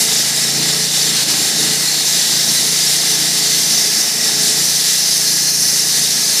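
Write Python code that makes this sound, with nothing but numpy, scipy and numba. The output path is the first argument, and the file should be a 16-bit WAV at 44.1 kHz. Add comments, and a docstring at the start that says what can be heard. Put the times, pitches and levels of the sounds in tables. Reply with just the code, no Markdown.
"""A steel saw blade sings and hisses over a throbbing engine drone: a walk-behind concrete saw in a large bare shed.
Random grit impacts ring the resonances of the blade rim, the guard and frame, and the spray of slurry.
A V-twin engine hunts under load: multiples of its cycle make the exhaust note, and gas puffs of noise ring
its pipe and casing. Eight cross-fed delay lines make the echo; a mono phone removes bass and rounds peaks."""
import sys
import numpy as np
from scipy import signal
from scipy.io import wavfile
from scipy.ndimage import uniform_filter1d
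from numba import njit

SR = 44100
rng = np.random.default_rng(int(sys.argv[2]) if len(sys.argv) > 2 else 0)


def materialize(psi):
    """Save the field psi as 16-bit PCM at rate SR to the path in sys.argv[1].

    A 1-D psi becomes a single channel; in a 2-D psi each row is a channel.
    """
    bounded = np.clip(np.atleast_2d(psi).T, -1, 1)
    quanta = np.round(bounded * 32767).astype(np.int16)
    wavfile.write(sys.argv[1], SR, quanta)


N = 282240
TIME_S = np.arange(N) / SR
FROM_MIDDLE_S = TIME_S - TIME_S.mean()


def undb(db):
    """Decibels to amplitude gain."""
    return 10 ** (np.asarray(db) / 20)


def unit(x):
    """Scale to rms 1."""
    return x / np.sqrt(np.mean(x ** 2))


def walk(rate_hz):
    """Smooth random wander of spread near 1: steps held 1 / rate_hz, averaged twice over a step."""
    step = int(SR / rate_hz)
    held = np.repeat(rng.standard_normal(N // step + 1), step)
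    return 1.24 * uniform_filter1d(uniform_filter1d(held, step), step)[:N]


def curves(table):
    """Join table rows by straight lines: one array of N samples for each column after the time."""
    row_s, *columns = np.transpose(table)
    return [np.interp(TIME_S, row_s, column) for column in columns]


def bumps(events):
    """Sum of bell-shaped level changes in dB; each length spans the bell at 1/e of its height."""
    return sum(db * np.exp(-(2 * (TIME_S - centre_s) / length_s) ** 2) for centre_s, length_s, db in events)


def follow(level_db, share, leader_db, fade_db_per_s=0):
    """Level that takes a share of the leader's swings about its mean and drifts steadily."""
    return level_db + share * (leader_db - leader_db.mean()) + fade_db_per_s * FROM_MIDDLE_S


def ring(x, modes, waver_db, rate_hz, tilt_db=0):
    """Bank of resonances at rms 1, each driven by its own rotation of x and wavering independently."""
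    pivot_hz = 5700  # tilt_db is per octave about this
    out = 0
    for hz, width_hz, db in modes:
        drive = np.roll(x, rng.integers(N))
        band = unit(signal.lfilter(*signal.iirpeak(hz, hz / width_hz, SR), drive))
        level_db = db + waver_db * walk(rate_hz) + tilt_db * np.log2(hz / pivot_hz)
        out = out + undb(level_db) * band
    return unit(out)


def blade(grit, rim_db, low_db):
    """Steel rim modes rung by grit in three bands; the middle band's colour climbs, and one mode whines."""
    # Rim modes. Each row: centre in Hz, width in Hz, level in dB.
    low_modes = [(3365, 970, -4.5), (3630, 450, -2), (3768, 140, -2.5), (4037, 59, -4.5), (4330, 270, -2.5),
                 (4445, 120, -10.5), (4465, 96, -4)]
    middle_modes = [(4776, 240, -1), (4870, 53, -3), (5280, 150, -10), (5326, 200, 0.5), (5497, 32, -2),
                    (5670, 300, -4), (6010, 82, 0), (6150, 68, -3.5), (6420, 250, -3)]
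    high_modes = [(6700, 270, 0.5), (7110, 370, 4.5), (7410, 54, 0), (7330, 200, -2.5), (8170, 340, 0),
                  (8600, 280, -3), (8080, 1140, 1.5)]
    whine_mode = [(4256, 38, 0)]
    # Level changes of the whining mode. Each row: centre in s, length in s, change in dB.
    whine_events = [(1.14, 0.15, 8), (1.41, 0.13, 3), (1.69, 0.11, 9), (1.93, .2, 10), (2.23, 0.075, -2),
                    (3.4, 0.57, 2), (5.4, 0.47, 6.5)]
    tilt_db_per_octave_s = 1
    whine_db = -32 + bumps(whine_events)
    high_db = follow(-22, 0.42, low_db, fade_db_per_s=-0.14)

    middle = ring(grit, middle_modes, waver_db=1.3, rate_hz=14, tilt_db=tilt_db_per_octave_s * FROM_MIDDLE_S)
    low = ring(grit, low_modes, waver_db=1.64, rate_hz=15)
    whine = ring(grit, whine_mode, waver_db=1.3, rate_hz=18)
    high = ring(grit, high_modes, waver_db=1.7, rate_hz=14)
    return undb(rim_db) * middle + undb(low_db) * low + undb(whine_db) * whine + undb(high_db) * high


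def spray(grit, rim_db):
    """Hiss of grit and slurry: broad treble resonances that follow the middle rim level."""
    # Spray bands. Each row: centre in Hz, width in Hz, level in dB.
    spray_bands = [(9400, 140, -4), (9950, 2200, 7), (10200, 2200, 1.5), (13700, 1700, -3.5)]
    return undb(follow(-22.5, .6, rim_db)) * ring(grit, spray_bands, waver_db=1.0, rate_hz=16)


def guard(grit, note_db):
    """Blade guard and frame rattle: grit rings mid-range modes whose level follows the exhaust note."""
    # Guard and frame modes. Each row: centre in Hz, width in Hz, level in dB.
    guard_modes = [(1550, 49, -8), (1698, 66, 0.5), (1833, 250, -1), (1931, 38, 0.5), (2055, 51, 0),
                   (2000, 39, -17), (2476, 110, -4), (2770, 130, -9), (2890, 145, 0), (2280, 460, 1.5)]
    level_db = follow(-29.5, 0.36, note_db, fade_db_per_s=-0.24)
    return undb(level_db) * ring(grit, guard_modes, waver_db=1.8, rate_hz=7.7)


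def cut(rim_db, low_db, note_db):
    """Dense uneven grit impacts excite blade, spray and guard; the bite flickers with the aggregate."""
    grit = rng.standard_normal(N) * undb(1.9 * rng.exponential(size=N))
    bite = undb(0.14 * walk(25.03) + 0.68 * walk(50))
    return bite * (blade(grit, rim_db, low_db) + spray(grit, rim_db) + guard(grit, note_db))


def exhaust_note(cycle, cycle_hz, hum_db, note_db):
    """Multiples of the cycle, smeared by the pipe and lifted as they glide through its resonances."""
    # Exhaust note: multiples of the cycle rate, and the level of each in dB.
    multiples = [3, 5, 6, 7, 8, 9, 10, 11, 12, 13, 14, 15, 16]
    multiple_levels_db = [-12.5, -3, -4, -14.5, -10, -13, -23.5, -12, -12.5, -20, -23, -10.5, -15]
    # Pipe resonances. Each row: centre in Hz, width in Hz, lift in dB.
    pipe_lifts = [(146.2, 4.9, 2.5), (166, 5.1, 1.5), (219.4, 8.1, 10), (313.2, 5.3, 8.5), (431, 11, 6)]
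    hum_up_to = 6  # highest multiple in the low hum
    smear_cycles = .04  # extra delay of each multiple over the one below

    note = 0
    for k, multiple_db in zip(multiples, multiple_levels_db):
        lift_db = sum(db / (1 + (2 * (k * cycle_hz - hz) / width_hz) ** 2) for hz, width_hz, db in pipe_lifts)
        group_db = note_db if k > hum_up_to else hum_db
        level_db = group_db + multiple_db + lift_db + 0.8 * walk(12)
        note = note + np.sqrt(2) * undb(level_db) * np.cos(2 * np.pi * k * (cycle - smear_cycles * k))

    # each cycle fires with its own strength, joined by a short ramp
    strengths = undb(1.3 * rng.standard_normal(int(cycle[-1]) + 2))
    strength = strengths[(cycle + .5).astype(int)]
    return uniform_filter1d(strength, size=200) * note


def gas_puffs(cycle, note_db):
    """Two decaying puffs a cycle gate noise that rings the exhaust pipe and engine casing."""
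    # Pipe rumble and casing modes. Each row: centre in Hz, width in Hz, level in dB.
    rumble_modes = [(158, 38, 2), (234, 75, 4.5), (319, 42, 2), (438, 47, 3)]
    casing_modes = [(303, 830, -2), (550, 71, -1.5), (672, 92, 3.5), (760, 190, 2), (780, 250, 4.5),
                    (1180, 340, -3.5), (1305, 62, -1)]
    second_firing_cycles = .375  # rear cylinder: 270 of 720 degrees
    second_db, rumble_db = 0.5, -2.5

    front = np.exp(-(cycle % 1) / 1.1)
    rear = np.exp(-((cycle - second_firing_cycles) % 1) / .5)
    puffs = unit(front + undb(second_db) * rear)
    rumble = ring(rng.standard_normal(N), rumble_modes, waver_db=1.6, rate_hz=8)
    casing = ring(rng.standard_normal(N), casing_modes, waver_db=0.5, rate_hz=7.8)
    level_db = follow(-35.5, 0.54, note_db, fade_db_per_s=-0.23)
    return puffs * undb(level_db) * (casing + undb(rumble_db) * rumble)


def engine(cycle_hz, hum_db, note_db):
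    """The slightly unsteady cycle rate accumulates into a cycle count that times note and puffs."""
    cycle = np.cumsum(cycle_hz * (1 + 0.0017 * walk(12))) / SR
    return exhaust_note(cycle, cycle_hz, hum_db, note_db) + gas_puffs(cycle, note_db)


@njit
def walls(x, lags, gain, damp):
    """Eight delay lines that feed each other, duller on every round."""
    line, soft, out = np.zeros((8, 8192)), np.zeros(8), np.zeros(len(x))
    for i in range(len(x)):
        total = 0.
        for k in range(8):
            returned = gain[k] * line[k, (i - lags[k]) & 8191]
            soft[k] += (1 - damp) * (returned - soft[k])  # one-pole lowpass
            total += soft[k]
        out[i] = total
        for k in range(8):
            line[k, i & 8191] = x[i] + soft[k] - total / 4
    return out


def shed(saw):
    """Echo of the bare shed: each delay line's loss sets the decay, before treble damping."""
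    # Delay of each line in seconds.
    lags_s = np.array([.0347, .0431, .0523, .0613, .0709, .0811, .0929, .1051])
    t60_s, damp, echo_db = 1.2, .4, -20
    gain = undb(-60 * lags_s / t60_s)
    return undb(echo_db) * walls(saw, (lags_s * SR).astype(int), gain, damp)


def scene():
    """Cut and engine dip together; the shed's echo is added, the same in both channels."""
    # Engine hunting under load. Each row: time in s, cycle rate in Hz, level of the low hum in dB,
    # level of the upper multiples in dB.
    engine_course = [(0.0, 27.9, -35, -31.5), (0.28, 27.44, -34, -37), (0.71, 28.6, -30, -31.5),
                     (0.89, 29.3, -35.5, -35.5), (1.07, 28.6, -33.5, -34), (1.25, 26.24, -33, -31.5),
                     (1.35, 25.77, -31, -30.5), (1.51, 26.94, -38, -32.5), (1.62, 28.4, -32, -30.5),
                     (1.85, 29.83, -34.5, -34.5), (2.01, 29.52, -37, -37.5), (2.39, 26.49, -34, -33),
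                     (2.67, 28.75, -35, -34), (2.8, 29.2, -35.5, -35.5), (3.4, 28.13, -35, -34),
                     (3.6, 28.34, -34, -35.5), (4.01, 26.17, -39.5, -33), (4.4, 28.8, -34.5, -32),
                     (4.9, 29.3, -39.5, -38.5), (5.61, 27.94, -35.5, -37.5), (6.38, 27.9, -39, -35),
                     (6.4, 28, -47, -36)]
    # Cut. Each row: time in s, level of the middle rim modes in dB, level of the low rim modes in dB.
    cut_course = [(0, -18.5, -20.5), (.2, -17.5, -22), (.35, -19.5, -22.5), (.7, -19, -21.5),
                  (1.15, -18.5, -21.5), (1.7, -19.5, -22), (1.95, -19, -22.5), (2.3, -18, -22),
                  (2.55, -17.5, -22), (2.9, -18, -21.5), (3.4, -18.5, -22), (3.7, -16, -22),
                  (4.0, -16.5, -24.5), (4.4, -17, -22.5), (5.0, -17, -23), (5.5, -16, -29),
                  (6.0, -16.5, -23), (6.4, -16.5, -22.5)]
    # Brief dips of the whole saw. 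Each row: centre in s, length in s, level change in dB.
    dip_events = [(.88, .1, -2.5), (1.26, .06, -2.5), (1.54, 0.086, -1.5), (3.9, .07, -2),
                  (4.15, 0.13, -2.5), (5.57, .08, -1), (6.13, .06, -0.5)]

    cycle_hz, hum_db, note_db = curves(engine_course)
    rim_db, low_db = curves(cut_course)
    saw = undb(bumps(dip_events)) * (engine(cycle_hz, hum_db, note_db) + cut(rim_db, low_db, note_db))
    heard = saw + shed(saw)
    return np.array([heard, heard])


def record(dry):
    """The phone drops deep bass and top treble; a lopsided soft ceiling adds faint low thumps at peaks."""
    mic_low_hz, top_hz = 126, 15270
    ceiling = .72  # of the symmetric rounding
    thin = signal.sosfilt(signal.butter(4, mic_low_hz, "high", fs=SR, output="sos"), dry)
    rounded = thin / (1 + (thin / ceiling) ** 6) ** (1 / 6)
    lopsided = rounded + 0.49 * rounded ** 4
    # remove the offset left by the even power
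    steady = signal.sosfilt(signal.butter(1, 45, "high", fs=SR, output="sos"), lopsided)
    return signal.sosfilt(signal.ellip(16, .2, 80, top_hz, fs=SR, output="sos"), steady)


dry = scene()
out = record(dry)
materialize(out)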